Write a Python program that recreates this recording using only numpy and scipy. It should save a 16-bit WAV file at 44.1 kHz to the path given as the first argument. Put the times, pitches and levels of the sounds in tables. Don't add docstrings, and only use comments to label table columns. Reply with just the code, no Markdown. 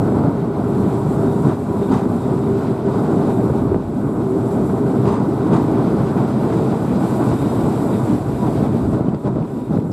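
import sys
import numpy as np
from scipy import signal
from scipy.fft import rfft, irfft, next_fast_len
from scipy.io import wavfile
from scipy.ndimage import uniform_filter1d

SR = 44100
rng = np.random.default_rng(int(sys.argv[2]) if len(sys.argv) > 2 else 0)


def store_pcm(level_fs):
    pcm = np.round(np.clip(level_fs, -1, 1) * 32767).astype(np.int16)
    wavfile.write(sys.argv[1], SR, np.atleast_2d(pcm).T)


def amplitude_ratio(level_db):
    exponent = np.asarray(level_db, float) / 20
    return 10 ** exponent


N = 437472
STEP = 64
CONTROL_T = np.arange(0, N, STEP) / SR


def in_time(rows):
    s, *columns = np.transpose(rows)
    return [np.interp(np.arange(N) / SR, s, column) for column in columns]


def per_sample(control):
    return np.interp(np.arange(N) / STEP, np.arange(len(control)), control)


def swells(rows, order):
    rises = (db * np.exp(-abs((CONTROL_T - s) / length) ** order) for s, db, length in rows)
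    return per_sample(sum(rises))


def rms_one(x):
    return x / np.sqrt(np.mean(x ** 2) + 1e-20)


def drift(rate):
    r = np.exp(-2 * np.pi * STEP * rate / SR)
    noise = rng.standard_normal(N // STEP + 1002)
    slow = signal.lfilter([1], [1, -2 * r, r * r], noise)[1000:]
    return per_sample(rms_one(slow - slow.mean()))


def ring(clicks, hz, t60):
    r, w = amplitude_ratio(-60 / (max(t60, .001) * SR)), 2 * np.pi * hz / SR
    return signal.lfilter([0, np.sin(w)], [1, -2 * r * np.cos(w), r * r], clicks + 1e-18)


def narrow(hz, width_hz):
    t60 = np.log(1000) / (np.pi * width_hz)
    return rms_one(ring(ring(rng.standard_normal(N), hz, t60), hz, t60))


def wobbly(hz, wobble_hz):
    return np.sqrt(2) * np.sin(2 * np.pi * np.cumsum(hz + wobble_hz * drift(13.3)) / SR)


def coloured(spectrum, modes=(), count=1, shared_db=0., own_db=0., rate=10.):
    size = next_fast_len(N)
    hz = np.maximum(np.arange(size // 2 + 1) * SR / size, 1)
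    at, level_db = np.transpose(spectrum)
    shape_db = np.interp(np.log(hz), np.log(at), level_db, left=-150, right=-150)
    for mode_hz, width_hz, mode_db in modes:
        shape_db = shape_db + mode_db / (1 + (2 * (hz - mode_hz) / width_hz) ** 2)
    noise = rfft(rng.standard_normal(size)) * amplitude_ratio(shape_db)
    place = np.clip(np.log(hz / at[0]) / np.log(at[-1] / at[0]), 0, 1) * (count - 1)
    together, out = shared_db * drift(rate), 0
    for k in range(count):
        band = irfft(noise * np.clip(1 - abs(place - k), 0, 1), size)[:N]
        out = out + band * amplitude_ratio(together + own_db * drift(rate))
    return rms_one(out)


# t/s, rolling level/dB, roughness as grind level/dB
RAILS = [(0, -15, -51), (0.5, -18, -55), (0.85, -15.5, -50.5), (1.4, -16, -52), (2.1, -18.5, -53.5),
         (3.0, -15, -49), (3.55, -16.5, -53.5), (4.1, -19, -56), (4.5, -17.5, -53), (5.3, -16.5, -51.5),
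         (5.8, -15.5, -49.5), (7.0, -17, -48), (8.0, -16.5, -48), (8.3, -18.5, -50), (8.85, -16, -49),
         (9.2, -23, -59), (9.6, -25, -59), (9.92, -22.5, -63)]


def rails():
    return in_time(RAILS)


# t/s, swell level/dB, back-off level/dB
BUMPS = [(0.25, 3, 0.5), (0.8, -1.5, 0.5), (1.451, 5, 7.5), (1.91, 5, 1), (2.24, 1.5, 1), (2.7, -1.5, 4.5),
         (3.37, -0.5, -0.5), (3.63, 0, -0.5), (3.73, -1, 3.5), (4.299, 0.5, -0.5), (5.05, 2, 2.5),
         (5.52, 0.5, -1), (6.181, 2, 1), (6.769, -1, -0.5), (8.128, -0.5, 2), (8.62, 0, 4.5),
         (8.803, -1, 3.5), (8.93, 3.5, 5), (9.07, 4, 1), (9.257, 11, 8), (9.36, 9, -2), (9.73, 8, 3)]


def jolts():
    rise_s, hold_s, fall_s = 0.031, 0.015, 0.11
    back_off_s, recover_s = 0.1, 0.18
    swell_db, back_db = 0, 0
    for s, up_db, down_db in BUMPS:
        late = np.maximum(CONTROL_T - s - hold_s, 0)
        rise = np.clip((CONTROL_T - s) / rise_s + 1, 0, 1)
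        swell_db = swell_db + up_db * rise * np.exp(-late / fall_s)
        back_db = back_db - down_db * np.minimum(late / back_off_s, 1) * np.exp(-(late / recover_s) ** 2)
    return per_sample(swell_db), per_sample(back_db)


# f/Hz, level/dB per Hz
BODY_COLOUR = [(12, -67), (20, -33.5), (129, 0.5), (308, 1.5), (356, -4), (391, -3.5), (470, -11.5),
               (610, -12.5), (1030, -120)]
WHEEL_COLOUR = [(260, -7), (440, -0.5), (523, -9.5), (663, -4.5), (771, -7.5), (982, -10), (1030, -11),
                (1480, -19.5), (1640, -31.5), (1780, -39.5), (2500, -48.5), (3850, -120)]
GRIND_COLOUR = [(970, -13), (1650, 1), (2300, -1), (2880, -7), (3790, -4.5), (4450, -8.5), (4850, -10),
                (6500, -18), (8450, -40), (14300, -120)]
# f/Hz, width/Hz, level/dB over the layer
BODY_RESONANCES = [(123.4, 63, 5), (157, 36, 0), (203.7, 33, 3.5), (252, 34, 2.5), (326, 15, 4)]
WHEEL_RESONANCES = [(600, 8.5, 0.4), (665, 15, 1.8), (800, 31, 2.1), (1520, 36, 4.1), (1990, 120, 9.5),
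                    (2130, 100, 8.6), (2390, 67, 2)]
GRIND_RESONANCES = [(2110, 120, -5), (3670, 300, -1), (6470, 400, 3)]
# t/s, rise level/dB, half length/s
RAIL_LUMPS = [(0.25, 1.5, 0.043), (0.55, -3, .15), (0.82, 2.5, 0.065), (0.91, -7, .015), (1.05, 1.5, .05),
              (1.6, -3, 0.053), (1.78, 2, .03), (1.83, -5.5, .02), (2.5, 1.5, 0.041), (2.62, -3, 0.066),
              (2.72, 5, 0.028), (2.77, -4, 0.022), (3.11, 0, 0.067), (3.52, 4, 0.023), (3.57, -2.5, 0.023),
              (3.64, 1.5, .02), (3.68, 0.5, .015), (3.86, -5.5, 0.032), (5.15, -1, .04), (5.29, -2, 0.022),
              (5.7, 0.5, .06), (6.81, 0.5, .02), (6.92, 4.5, 0.044), (7.08, -1.5, .05), (7.25, -6, 0.022),
              (7.31, 3, 0.051), (7.66, 2.5, 0.021), (7.72, -1, 0.019), (8.13, 3.5, 0.018),
              (8.17, -0.5, 0.029), (8.85, 4, 0.15), (9.21, -1, 0.031), (9.51, -3, .03), (9.57, 1, 0.016),
              (9.62, -0.5, 0.012), (9.68, -0.5, .025), (9.82, 3, 0.014)]


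def rolling(level_db, rough_db, swell_db):
    body_db = level_db + 0.96 * swell_db + swells(RAIL_LUMPS, order=2)
    grind_db = rough_db + 0.64 * swell_db
    wheel_db = level_db - 10 + 0.36 * (rough_db - rough_db.mean()) + swell_db
    shake = drift(11.0)
    body = coloured(BODY_COLOUR, BODY_RESONANCES, count=6, own_db=0.33, rate=14.8)
    wheels = coloured(WHEEL_COLOUR, WHEEL_RESONANCES, count=4, own_db=0.96, rate=11.0)
    grind = coloured(GRIND_COLOUR, GRIND_RESONANCES, count=4, shared_db=0.4, own_db=1.3, rate=12.0)
    body *= amplitude_ratio(body_db - 1 + 1.13 * shake)
    wheels *= amplitude_ratio(wheel_db + 1.0 * shake)
    grind *= amplitude_ratio(grind_db + 2.0 + 0.4 * shake)
    return body + wheels + grind


# t/s, tooth mesh level/dB, mesh f/Hz
MOTOR_LOAD = [(0, -30.5, 402.5), (1.3, -27.5, 397.1), (1.65, -28.5, 398), (2.15, -26, 396), (2.5, -26, 392),
              (2.85, -27, 391.5), (3.3, -24, 388.5), (3.7, -29.5, 396), (4.0, -41.5, 391.3),
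              (4.3, -22.5, 390), (4.55, -30, 392.6), (4.78, -24, 394.7), (5.25, -28.5, 393.6),
              (5.6, -35.5, 397), (5.87, -27, 390.4), (6.1, -35, 392.3), (8.5, -37, 384.4), (9.92, -43, 396)]
# t/s, rise level/dB, half length/s
WHINE_RISES = [(0.19, 9, 0.11), (1.0, 8, .1), (1.3, 8, .12), (1.75, 11.5, 0.36), (2.45, 14, 0.081),
               (2.9, 15.5, 0.13), (5.1, 11, 0.048), (5.7, 9, 0.05), (7.12, 10.5, 0.12), (8.0, 13, 0.14),
               (8.416, 18, 0.064), (9.6, 9.5, 0.043)]


def gears(rough_db, swell_db):
    mesh_db, mesh_hz = in_time(MOTOR_LOAD)
    whine_db = -50 + swells(WHINE_RISES, order=2)
    mean_db = rough_db.mean()
    flange_db = mean_db - 8.5 + 1.8 * (rough_db - mean_db) + 0.9 * swell_db
    mesh_gain = amplitude_ratio(mesh_db + 0.8 * drift(9.4) + 3 * drift(20.6))
    mesh = mesh_gain * (0.9 * wobbly(mesh_hz, 7.0) + 0.4 * narrow(393.0, 40.0))
    whine = amplitude_ratio(whine_db + 2.7 * drift(13.0)) * wobbly(962, 11.43)
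    flange = amplitude_ratio(flange_db - 10.5) * narrow(4850, 160)
    return mesh + whine + flange


# t/s, sizzle level/dB
WIRE_PRESSURE = [(0, -58.5), (0.55, -63.5), (0.75, -57), (1.45, -55.5), (2.05, -58), (2.25, -58),
                 (2.75, -58.5), (3.4, -56.5), (3.75, -62.5), (4.2, -61), (4.45, -57.5), (4.78, -57),
                 (5.2, -59.5), (6.97, -56.5), (7.1, -52), (8.1, -53.5), (8.3, -56.5), (8.95, -56.5),
                 (9.06, -63)]
# f/Hz, level/dB per Hz
HISS_COLOUR = [(3940, -19), (6700, -2.5), (7090, -1), (8060, 1.5), (9600, -7.5), (12500, -45),
               (21100, -120)]
SIZZLE_COLOUR = [(6000, -36), (10200, 0.5), (11800, 0), (13500, -5), (15500, -14)]
# f/Hz, width/Hz, level/dB over the layer
HISS_RESONANCES = [(6420, 580, -8.5), (8200, 550, -0.5), (9950, 400, -2)]
SIZZLE_RESONANCES = [(10000, 350, -3), (10230, 400, 1), (11400, 200, 1.5), (12600, 300, -2)]


def trolley(swell_db):
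    sizzle_db, = in_time(WIRE_PRESSURE)
    hiss_db = sizzle_db + 4.5 + 0.072 * swell_db
    chatter = drift(14.0)
    hiss = coloured(HISS_COLOUR, HISS_RESONANCES, count=2, own_db=0.9, rate=7.1)
    sizzle = coloured(SIZZLE_COLOUR, SIZZLE_RESONANCES, count=3, own_db=0.8, rate=9.0)
    return amplitude_ratio(hiss_db - 1.8 + 0.51 * chatter) * hiss + amplitude_ratio(sizzle_db - 0.6 + 1.0 * chatter) * sizzle


def strike(times_s, levels_db, modes, spread_db):
    out, own = np.zeros(N), rng.normal(0, spread_db, (len(times_s), len(modes)))
    for (hz, mode_db, t60), own_db in zip(modes, own.T):
        kicks = np.zeros(N)
        kicks[np.round(times_s * SR).astype(int)] = amplitude_ratio(levels_db + mode_db + own_db)
        out += ring(kicks, hz, t60)
    return out


# t/s, peak level/dB
RAIL_FLAWS = [(0.08, -6), (0.123, -5), (0.208, -22), (0.238, -11), (1.065, -15), (1.276, -20), (1.314, -10),
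              (1.46, -20), (2.054, -12), (3.301, -32), (3.405, -5), (3.503, -11), (3.745, -4), (4.443, -24),
              (4.699, -8), (4.782, -10), (5.048, -25), (5.184, -13), (5.515, -15), (5.897, -18),
              (6.503, -7), (6.531, -9), (6.565, -21), (7.316, -7), (7.426, -8), (7.596, -18), (8.692, -17),
              (8.747, -15), (8.956, -16), (9.004, -30), (9.046, -14), (9.146, -11), (9.246, -16),
              (9.272, -9), (9.328, -16), (9.359, -15), (9.736, -25), (9.775, -9), (9.867, -29),
              (9.897, -19)]
# f/Hz, level/dB, fall by 60 dB/s
KNOCK_NOTES = [(420, 0.5, 0.036), (600, -3.5, 0.018), (865, -18, .02), (1220, -17, .015)]


def knocks():
    s, peak_db = np.transpose(RAIL_FLAWS)
    out = strike(s, peak_db - 7, KNOCK_NOTES, spread_db=2.0)
    return signal.sosfilt(signal.butter(2, 1800, fs=SR, output="sos"), out)


# t/s, rise level/dB, half length/s
FLANGE_BRUSHES = [(0.1, 3, .15), (0.8, 7, .12), (1.31, 14, .09), (1.84, 17, .07), (1.96, 3, 0.055),
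                  (2.23, 12, .07), (2.45, 8, .07), (2.68, 3, .1), (2.95, 8, .16), (3.28, 12, 0.13),
                  (3.5, 2, .1), (4.6, 3, .3), (5.25, -11, .05), (5.45, 13, .06), (5.57, 10, .05),
                  (6.0, -1, .25), (6.6, 13, .08), (6.95, 7, .12), (7.45, 15, 0.32), (7.95, 13, .12),
                  (8.42, 13, .08), (8.75, 10, .2), (9.7, 2, .06)]
# t/s, rise level/dB, half length/s
COASTING = [(6.65, 25.3, .17)]


def singing():
    sing = amplitude_ratio(-71 + swells(FLANGE_BRUSHES, order=2) + 1.5 * drift(25.0)) * narrow(3725, 230)
    return sing + amplitude_ratio(-51 + swells(COASTING, order=4)) * narrow(442, 25.0)


def rattle():
    hits = (rng.random(N) < 500 / SR) * rng.uniform(0, 1.3, N)
    r = np.exp(-1 / (0.001 * SR))
    return 0.7 + amplitude_ratio(-11) * np.e * (1 - r) * signal.lfilter([1], [1, -2 * r, r * r], hits)


# t/s, thump level/dB, clatter level/dB, length/s
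AXLES = [(0.121, -6, -54, 0.04), (0.208, -18, -44, 0.04), (1.068, -23, -44, 0.06), (1.281, -5, -45, 0.05),
         (1.456, -13, -46, 0.11), (1.470, -17, -28, 0.095), (1.912, -22, -21.5, 0.041),
         (1.928, -18, -30, 0.073), (1.957, -19, -33, 0.11), (2.235, -18, -53, 0.054),
         (3.499, -4, -55, 0.06), (3.719, -10, -44, 0.053), (3.761, 0, -53, 0.14), (4.446, -24, -36, 0.045),
         (5.048, -3, -24.5, 0.12), (5.074, -3, -38, 0.027), (5.105, -10, -35, 0.06),
         (5.129, -10, -39, 0.08), (5.518, -12, -26, 0.024), (5.532, 0, -21.5, 0.031),
         (5.55, -18, -30, 0.05), (5.575, -26, -34, 0.12), (6.52, -13, -26, 0.036), (6.936, -13, -41, 0.042),
         (7.312, -13, -31, 0.052), (8.691, -4.5, -49, 0.065), (8.747, -7, -37, 0.041),
         (8.931, -8, -31, 0.026), (9.008, -2.5, -55, 0.02), (9.045, -3.5, -41, 0.034),
         (9.083, -4.5, -54, 0.025), (9.142, -12, -54, 0.038), (9.239, -22, -48, 0.066),
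         (9.271, -19, -36, 0.015), (9.328, -23, -42, 0.029), (9.356, -15, -45, 0.027),
         (9.383, -8.5, -53, 0.031), (9.42, -7, -55, 0.036), (9.714, -14, -49, 0.064),
         (9.739, -7, -55.5, 0.049), (9.768, -6.5, -40, 0.017), (9.786, -2.5, -64, 0.025),
         (9.845, -11.5, -60, 0.028), (9.869, -11, -66, 0.071), (9.898, -10, -46, 0.02)]
# f/Hz, level/dB, fall by 60 dB/s
THUMP_NOTES = [(134, 9, 0.0084), (185, 6.5, 0.023), (300, -0.5, 0.012), (398, -6, 0.038), (628, -24, 0.027)]
# f/Hz, level/dB per Hz
CLATTER_COLOUR = [(500, -4), (900, 11.5), (1500, -3.5), (2000, -16), (3500, -20.5), (5500, -25.5),
                  (8500, -23.5), (13000, -46)]
# f/Hz, width/Hz, level/dB over the layer
CLATTER_RESONANCES = [(980, 110, 1.5), (1990, 160, 7), (2430, 150, 3), (3300, 160, 3.5), (3730, 120, 9),
                      (4900, 300, 6)]


def joints():
    clatter = np.zeros(len(CONTROL_T))
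    for s, _, clatter_db, length in AXLES:
        age = np.clip((CONTROL_T - s) / max(length, .005), 0, 3)
        clatter += amplitude_ratio(clatter_db - 2.0) * np.minimum(age * 6, 1) * np.exp(-age ** 1.78)
    s, thump_db, *_ = np.transpose(AXLES)
    thumps = strike(s, thump_db - 9.5, THUMP_NOTES, spread_db=0.33)
    soft = signal.sosfilt(signal.butter(3, [95, 900], "band", fs=SR, output="sos"), thumps)
    return soft + per_sample(clatter) * rms_one(rattle() * coloured(CLATTER_COLOUR, CLATTER_RESONANCES))


# t/s, rise level/dB, half length/s
HEAVES = [(0.35, 17, 0.15), (1.2, 4, 0.25), (1.6, 12, .1), (2.7, -1, 0.092), (3.15, -7, .12),
          (3.75, 17.5, 0.27), (4.5, 4, .08), (6.95, 6, 0.09), (7.4, 13, .1), (8.3, 19, 0.23),
          (8.85, 22, 0.18)]
# f/Hz, level/dB per Hz
BOOM_COLOUR = [(25, -23), (60, -11), (95, -4), (125, -6), (170, -45)]


def boom():
    return amplitude_ratio(-44.5 + swells(HEAVES, order=2)) * coloured(BOOM_COLOUR)


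# t/s, peak level/dB, f/Hz
PANEL_NOTES = [(1.451, -12, 229), (1.467, -10.5, 343), (1.491, -16, 245), (1.908, -11.5, 203),
               (1.921, -15, 356), (2.058, -11, 240), (5.282, -12, 330.4), (5.532, -15, 383),
               (9.077, -14.5, 185), (9.13, -12.5, 204), (9.556, -20, 230), (9.618, -21, 246),
               (9.712, -13.5, 175), (9.846, -13, 197)]


def panels():
    out, age = np.zeros(N), np.arange(2000) / SR
    rise = age / 0.0053
    for s, peak_db, hz in PANEL_NOTES:
        i = round(s * SR)
        swell = np.e * rise * np.exp(-rise)
        out[i:i + len(age)] += amplitude_ratio(peak_db) * swell * np.sin(2 * np.pi * hz * age)
    return out


# t/s, peak level/dB, f/Hz
TINY_CONTACTS = [(3.116, -49, 13400), (3.719, -44, 2600), (3.757, -49, 3200), (3.817, -46, 2600),
                 (4.022, -58, 3000), (5.054, -34, 2500), (5.077, -34, 3300), (5.33, -48, 2500),
                 (5.532, -33, 3300), (5.623, -39, 12800), (5.6235, -43, 7500), (5.6375, -42, 12500),
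                 (5.638, -43, 7950), (9.068, -43, 3520), (9.089, -38, 2600), (9.146, -44, 4400),
                 (9.147, -41, 3300), (9.425, -38, 2210), (9.770, -43, 3640), (9.800, -38, 2200),
                 (9.917, -38, 5030)]


def ticks():
    out = np.zeros(N)
    for s, peak_db, hz in TINY_CONTACTS:
        i = round(s * SR)
        fade = np.exp(-np.arange(900) * hz / (9.0 * SR))
        tone = ring(rng.standard_normal(900) * fade, min(hz, 15000), 0.0019)
        out[i:i + 900] += (amplitude_ratio(peak_db) * tone / abs(tone).max())[:N - i]
    return out


# t/s, widening level/dB, half length/s
WIDE_STRETCHES = [(0.66, 17, 0.15), (1.15, 13, 0.2), (1.6, 11, 0.22), (2.2, 18, 0.13), (3.15, 18.5, 0.46),
                  (4.1, 12, 0.11), (4.45, 18, 0.091), (5.5, 16.5, 0.68), (6.4, 15, 0.2), (6.85, 10, 0.22),
                  (7.55, 20, 0.49), (8.4, 13, 0.2), (9.1, 15, 0.08), (9.6, 13, 0.28)]


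def two_microphones(mid):
    band = signal.butter(3, [2200, 13000], "band", fs=SR, output="sos")
    treble = signal.lfilter([1, -.4], [1], signal.sosfilt(band, mid))
    width_db = -20.5 + 0.6 * swells(WIDE_STRETCHES, order=4) + 2.5 * drift(20.0)
    side = amplitude_ratio(width_db) * np.roll(treble, 1500)
    side += amplitude_ratio(-37 + 7 * drift(8)) * signal.lfilter([.3, -.285], [1, -.985], np.roll(mid, 900))
    return np.array([mid + side, mid - side])


def scene():
    level_db, rough_db = rails()
    swell_db, back_db = jolts()
    steady = rolling(level_db, rough_db, swell_db) + gears(rough_db, swell_db) + trolley(swell_db)
    steady += boom() + singing()
    return two_microphones(amplitude_ratio(back_db) * steady + joints() + ticks() + knocks() + panels())


# f/Hz, level/dB under its surroundings
DROPOUT_LIMIT = [(1500, -28), (3500, -7.5), (6000, -4), (10000, -3.5), (13000, -2), (15500, 0)]


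def thin_treble(mid, side):
    hz, _, cells = signal.stft(np.array([mid, side]), SR, nperseg=2048)
    spread_db = 7
    scatter_db = np.repeat(rng.normal(0, spread_db, (65, cells.shape[2])), 16, axis=0)[:len(hz)]
    cells = cells * np.array([np.ones_like(scatter_db), amplitude_ratio(scatter_db - spread_db / 2)])
    power = abs(cells) ** 2
    patch = uniform_filter1d(uniform_filter1d(power, size=4, axis=1), size=2, axis=2)
    around = uniform_filter1d(uniform_filter1d(power[0], size=100, axis=0), size=2, axis=1)
    limit_db = np.interp(hz, *np.transpose(DROPOUT_LIMIT), left=-60)[:, None] + [[[0]], [[-9]]]
    lost = patch < around * amplitude_ratio(2 * limit_db)
    return signal.istft(cells * np.where(lost, amplitude_ratio(-22), 1), SR, nperseg=2048)[1][:, :N]


def roll_off(x):
    return signal.sosfilt(signal.butter(12, 15760, fs=SR, output="sos"), x)


def record(dry):
    limited = 1.135 * np.tanh(dry / 1.108)
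    left, right = signal.sosfilt(signal.butter(2, 30, "high", fs=SR, output="sos"), limited)
    mid, side = thin_treble((left + right) / 2, (left - right) / 2)
    return roll_off(np.array([mid + side, mid - side]))


dry = scene()
out = record(dry)
store_pcm(out)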